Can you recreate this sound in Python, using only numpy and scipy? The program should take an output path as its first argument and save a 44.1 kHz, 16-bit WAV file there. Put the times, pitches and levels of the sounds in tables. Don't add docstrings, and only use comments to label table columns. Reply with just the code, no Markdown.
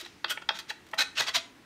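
import sys
import numpy as np
from scipy import signal
from scipy.io import wavfile
from scipy.ndimage import uniform_filter1d

SR = 44100
rng = np.random.default_rng(int(sys.argv[2]) if len(sys.argv) > 2 else 0)


def bounce(signal):
    frames = np.transpose(np.atleast_2d(signal))
    limited = np.clip(frames, -1, 1)
    pcm = np.round(limited * 32767).astype(np.int16)
    wavfile.write(sys.argv[1], SR, pcm)


def amplitude_ratio(level_db):
    exponent = np.asarray(level_db, float) / 20
    return 10 ** exponent


N = 72765

# (frequency [Hz], T60 [s], level [dB])
BOARD_MODES = [(669, 0.098, -5), (883, 0.024, -2), (1158, 0.012, 3.5), (1331, 0.058, -6.5),
               (1521, 0.013, 7), (1800, 0.012, 4), (2062, 0.015, 4.5), (2520, 0.05, -1.5),
               (2694, 0.074, -10), (2960, 0.0077, -10), (3327, 0.0079, 14), (4260, 0.03, -3),
               (4643, 0.0095, 9), (5230, 0.0064, -5)]
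# (frequency [Hz], level [dB])
RASP_COLOUR = [(100, -53.5), (520, -19.5), (900, -10.5), (1500, -0.5), (3500, -1), (6000, -5),
               (9000, -19.5), (12000, -38.5)]
# (frequency [Hz], level [dB])
FIZZ_COLOUR = [(3000, -30), (6000, -3), (9000, -3), (10500, -7), (12500, -4), (14500, -7), (15500, -9),
               (16500, -30)]


def evened(x):
    return x / np.sqrt(np.mean(x ** 2) + 1e-20)


def drift(steps):
    once = uniform_filter1d(rng.standard_normal(N), steps)
    return evened(uniform_filter1d(once, steps))


def read(points, hz):
    f, value = np.transpose(points)
    return np.interp(np.log(hz + 1), np.log(f + 1), value)


def colour(x, points):
    hz = abs(np.fft.fftfreq(2048, 1 / SR))
    log_gain = np.log(amplitude_ratio(read(points, hz)))
    response = np.fft.ifft(np.exp(np.conj(signal.hilbert(log_gain)))).real[:1024]
    return signal.oaconvolve(x, response / np.linalg.norm(response))[:len(x)]


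def resonate(x, hz, width):
    turn = np.exp(2j * np.pi * np.cumsum(hz * np.ones(len(x))) / SR)
    r = np.exp(-np.pi * width / SR)
    return 2 * (turn * signal.lfilter([1 - r], [1, -r], x / turn + 1e-18)).real


def board_ring(tilt_db=0):
    spread_db, longest_t60 = 1.5, 0.04
    t = np.arange(4000)[:, None] / SR
    hz, t60, db = np.transpose(BOARD_MODES)
    share, sign = rng.standard_normal((2, len(hz)))
    level_db = db + tilt_db * np.log2(hz / 1500) + spread_db * share
    decay_db = -60 * t / np.minimum(t60, longest_t60)
    modes = amplitude_ratio(level_db + decay_db) * np.sign(sign + 0.4) * np.sin(2 * np.pi * hz * t)
    out = modes.sum(1)
    return out / np.linalg.norm(out)


def taps():
    # (time [s], strength [dB], contact sharpness [Hz],
    # second touch [dB re first], board tilt [dB per octave])
    landings = [(0.0617, -35, 2530, -5, -4), (.2439, -11.5, 3700, 7.5, 0), (0.374, -23.5, 2270, 0.5, 0),
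                (0.4224, -37, 3070, -2, -8), (0.4894, -8, 4500, 5.5, -1), (0.5043, -18.5, 1620, 17, -2.5),
                (0.522, -45, 3880, -14, -1), (.7035, -24.5, 2660, -11, 3.5), (.709, -31, 1580, -36, -1.5),
                (0.9349, -17, 2050, 0.5, -0.5), (0.975, -33, 2030, -1, -19), (1.206, -23, 1800, 2, -9),
                (1.357, -21, 1460, 28, 10), (.318, -30, 1910, -15, -1.5), (0.2592, -37, 3030, 0, -2)]
    second_touch_s, crack_s, crack_db, snap_db, tick_db = 0.002172, 0.0052, -5, -3.5, -36.5
    out = np.zeros(N + 6000)
    t = np.arange(2000) / SR
    for s, db, sharp_hz, second_db, tilt_db in landings:
        crack = rng.standard_normal(len(t)) * np.minimum(t / 0.00074, 1) * np.exp(-(t / crack_s) ** 2)
        crack = crack / np.linalg.norm(crack)
        force = amplitude_ratio(crack_db) * crack
        force[0] += 1
        force[round(second_touch_s * SR)] += amplitude_ratio(second_db)
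        force = signal.sosfilt(signal.butter(4, sharp_hz, fs=SR, output="sos"), force)
        sound = np.convolve(force, board_ring(tilt_db))
        sound[:len(t)] += amplitude_ratio(snap_db) * colour(force, RASP_COLOUR)
        sound = sound / abs(sound).max()
        tick = colour(crack, FIZZ_COLOUR) / abs(crack).max()
        sound[:len(t)] += amplitude_ratio(tick_db) * (sharp_hz / 4000) ** 2 * tick
        out[round(s * SR):][:len(sound)] += amplitude_ratio(db) * sound
    return out[:N]


def pressure():
    # (time of full pressure [s], rise [s], hold [s], pressure [dB])
    pushes = [(0, .01, 0.0041, -48), (0.011, 0.00093, 0.0019, -44), (0.05, 0.0023, 0.015, -50),
              (0.282, 0.004, 0.01, -44), (0.3, 0.0091, 0.022, -38), (0.304, 0.011, .008, -39.5),
              (0.323, 0.0044, 0.0022, -50), (0.419, 0.0062, 0.0011, -53.5), (0.558, 0.045, 0.015, -45.5),
              (0.589, 0.0033, 0.0023, -42.5), (0.598, .008, 0.0061, -50.5), (0.699, 0.019, 0.0073, -36),
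              (0.861, 0.0069, 0.00091, -79), (0.866, 0.0036, 0.0018, -62), (0.888, .002, 0.0015, -63),
              (0.914, 0.0024, .002, -62.5), (0.9417, 0.0036, 0.001, -43.5), (1.612, 0.0013, .003, -84),
              (0.988, 0.011, 0.011, -26.5), (1.006, 0.0047, 0.018, -27.5), (1.179, 0.026, 0.014, -27),
              (1.2, 0.0091, 0.0093, -26.5), (1.219, .006, 0.0055, -33.5), (1.231, 0.0064, 0.012, -42),
              (1.273, 0.019, 0.0027, -35), (1.281, .006, 0.012, -31.5), (1.348, 0.014, 0.019, -28),
              (1.377, 0.012, 0.0048, -37)]
    rise_db, release_db_per_s = 23, 1447
    t = np.arange(N)[:, None] / SR
    full, rise, hold, db = np.transpose(pushes)
    swell = np.minimum((t - full) / rise, 0)
    rising_db = rise_db * swell * (1 - 2 * np.minimum(swell + 1, 0))
    falling_db = release_db_per_s * np.maximum(t - full - hold, 0)
    level_db = np.maximum(db + rising_db - falling_db, -140)
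    return np.sqrt((amplitude_ratio(level_db) ** 2).sum(1))


def scrape():
    # (start [s], blade ring [Hz], ring level [dB], fizz level [dB], board level [dB])
    runs = [(0, 3720, 8, 2, 2), (.04, 4000, 1, -9, -8), (.2, 2900, 5, -23, -6), (0.293, 3160, 4.5, -2, 1),
            (.4, 3100, -4, -15, 6), (.52, 3810, 6, -10, -3), (0.582, 4090, 8.5, 0, 6.5),
            (.65, 3970, -4, -13.5, -4), (.8, 3800, 1, 12, 6), (.93, 5450, -52, -3, -3),
            (.96, 3940, -0.5, -15.5, -2.5), (1.14, 2780, -2, -26, -7.5), (1.195, 3880, -0.5, -15.5, -1.5),
            (1.26, 4050, -8.5, -18.5, -1), (1.33, 3924, 3.5, -14, 1), (1.55, 6070, -13, 6, -23)]
    # (ratio to its ring [-], width [Hz], level [dB])
    partials = [(0.643, 238, -7.5), (1., 386, 2.5), (1.14, 348, -40), (1.5, 456, -5), (1.72, 490, -8),
                (2.05, 480, -36)]
    grit_per_s, grit_spread_db, lump_db, lump_s = 9800, 1.8, 1, 0.0048
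    flex_depth, fizz_growth, rasp_db = 0.019, 0.3, -1

    grain_size = amplitude_ratio(grit_spread_db * np.minimum(rng.exponential(1, N), 4))
    grit = (rng.random(N) < grit_per_s / SR) * grain_size
    grit = evened(grit * amplitude_ratio(lump_db * drift(round(lump_s * SR))))
    push = pressure()
    signs = rng.choice([-1., 1.], (4, N))
    drive, edge, rasp, fizz = signs * push * grit
    fizz = fizz * (push / amplitude_ratio(-28.5)) ** fizz_growth

    run = np.searchsorted(np.transpose(runs)[0], np.arange(N) / SR, "right") - 1
    _, hz, ring_db, fizz_db, board_db = np.array(runs)[run].T
    board = np.zeros(N)
    for k in range(len(runs)):
        board += signal.oaconvolve(drive * (run == k) * amplitude_ratio(board_db), board_ring())[:N]

    bent_hz = hz * (1 + flex_depth * drift(300))
    blade = np.zeros(N)
    for ratio, width, db in partials:
        once = resonate(edge * amplitude_ratio(ring_db), bent_hz * ratio, width)
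        twice = resonate(once, bent_hz * ratio, 2 * width)
        blade += amplitude_ratio(db) * np.sqrt(SR / width) * twice

    rasp = amplitude_ratio(rasp_db) * colour(rasp * amplitude_ratio(board_db / 2), RASP_COLOUR)
    fizz = colour(fizz * amplitude_ratio(fizz_db), FIZZ_COLOUR)
    return board + 0.25 * blade + rasp + fizz


def squeaks():
    # (peak time [s], frequency [Hz], half length [s], level [dB])
    catches = [(0.012, 3910, 0.0014, -34), (.008, 1895, .004, -43.5), (0.0504, 3920, 0.0013, -36.5),
               (0.063, 1395, 0.0015, -46.5), (.300, 3000, 0.0032, -32), (.308, 3310, 0.0023, -32.5),
               (.317, 3180, 0.0028, -31), (.320, 1453, 0.0046, -30.5), (.332, 1430, .004, -39),
               (.333, 3370, 0.0022, -39), (.424, 1376, 0.0023, -40.5), (.4255, 3300, 0.0013, -48),
               (0.701, 4000, 0.0032, -36.5), (0.7064, 1800, 0.0011, -26), (.7098, 1480, 0.0012, -32.5),
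               (.709, 2710, 0.0027, -35), (.713, 888, 0.0038, -40.5), (0.939, 878, 0.0037, -32.5),
               (.941, 654, 0.0057, -38), (0.985, 3980, 0.0033, -31.5), (0.994, 4065, 0.0033, -22),
               (1.003, 3960, 0.0016, -23), (1.007, 4100, 0.00095, -22), (1.0145, 3890, 0.0019, -28.5),
               (1.021, 3904, 0.0025, -26), (1.017, 2520, 0.0054, -24), (0.992, 1490, 0.0021, -24.5),
               (1.010, 1487, .003, -25.5), (1.02, 1780, 0.0066, -31.5), (1.185, 2890, 0.0038, -30),
               (1.187, 3650, .002, -28.5), (1.200, 4190, 0.0022, -26), (1.197, 6660, 0.0026, -28),
               (1.195, 2540, 0.0065, -30.5), (1.208, 3750, 0.0023, -25.5), (1.209, 1700, 0.0028, -27.5),
               (1.208, 678, 0.0061, -35), (1.223, 1940, 0.0059, -31.5), (1.277, 2610, .004, -33),
               (1.279, 4690, 0.0045, -37), (1.293, 4660, 0.0031, -41), (1.303, 1950, 0.0034, -37),
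               (1.358, 3816, 0.0045, -23), (1.374, 662, 0.0075, -37), (1.358, 996, 0.0057, -31.5)]
    waver_depth, linger = 0.014, 0.98
    s, hz, half, db = np.transpose(catches)
    t = np.arange(N)[:, None] / SR - s
    phase, bend = rng.random((2, len(s)))
    waver = waver_depth * hz * half * np.sin(t / half + 2 * np.pi * bend)
    swell = np.exp(-0.5 * (t / np.where(t > 0, linger * half, half)) ** 2)
    return (amplitude_ratio(db) * swell * np.sin(2 * np.pi * (hz * t + waver + phase))).sum(1)


def thumps():
    # (time [s], frequency [Hz], level [dB])
    knocks = [
        (1.194, 138, -45.5),
        (1.205, 262, -47.5),
        (.99, 290, -47.5),
        (1.5, 260, -50),
        (1.36, 255, -46.5),
        (0.54, 190, -52),
        (0.025, 347.6, -47),
        (0.246, 343, -47),
        (1.37, 121.6, -52.5),
    ]
    s, hz, db = np.transpose(knocks)
    t60 = 0.2
    t = np.maximum(np.arange(N)[:, None] / SR - s, 0)
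    onset = np.minimum(t / 0.0045, 1)
    return (amplitude_ratio(db - 60 * t / t60) * onset * np.sin(2 * np.pi * hz * t)).sum(1)


def room(x):
    # (frequency [Hz], T60 [s])
    decay = [(200, 0.096), (700, 0.42), (2500, 0.32), (5000, 0.28), (9000, 0.36), (15000, 0.085)]
    tail_db, early_db, early_t60 = -14, -14, 0.091
    length = SR // 2
    pulses = np.zeros((2, length))
    slots = np.arange(200, length - 20, 20)
    at = slots + rng.integers(0, 20, (2, len(slots)))
    np.put_along_axis(pulses, at, rng.choice([-1., 1.], at.shape), 1)
    hz, t, z = signal.stft(pulses[0], SR, nperseg=256)
    fading = z * amplitude_ratio(-60 * t / read(decay, hz)[:, None])
    tail = signal.istft(fading, SR, nperseg=256)[1][:length]
    early = pulses[1] * amplitude_ratio(-60 * np.arange(length) / SR / early_t60)
    both = amplitude_ratio(tail_db) * tail / np.linalg.norm(tail) + amplitude_ratio(early_db) * early / np.linalg.norm(early)
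    return signal.fftconvolve(x, both)[:N]


def echo():
    level_db, t60 = -49, 0.65
    fade = amplitude_ratio(level_db - 60 * np.arange(N) / SR / t60)
    return fade * colour(rng.standard_normal(N), RASP_COLOUR)


def air():
    # (frequency [Hz], level [dB])
    floor_colour = [(31, -56), (60, -7.5), (125, -12.5), (300, -5.5), (600, -17), (2000, -16.5),
                    (6000, -27.5), (15800, -40.5)]
    floor_db, patch_db = -57, 0.99
    hz = np.fft.rfftfreq(1024, 1 / SR)
    a, b, patches = rng.standard_normal((3, len(hz), N // 256 + 5))
    patches = evened(uniform_filter1d(uniform_filter1d(patches, 10, 0), 10, 1))
    z = (a + 1j * b) * amplitude_ratio(read(floor_colour, hz)[:, None] + patch_db * patches)
    return amplitude_ratio(floor_db) * evened(signal.istft(z, nperseg=1024, noverlap=768)[1][:N])


def scene():
    lean = signal.butter(2, 617, "high", fs=SR, output="sos")
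    blade = signal.sosfilt(lean, taps() + scrape()) + squeaks()
    return (blade + room(blade) + thumps() + echo() + air())[None]


def low_pass(x):
    return signal.sosfilt(signal.butter(12, 15910, fs=SR, output="sos"), x)


def record(dry):
    band_limit = signal.firwin(511, 15780, window=("kaiser", 9), fs=SR)
    limited = signal.oaconvolve(dry, band_limit[None], "same")
    return low_pass(limited)


dry = scene()
out = record(dry)
bounce(out)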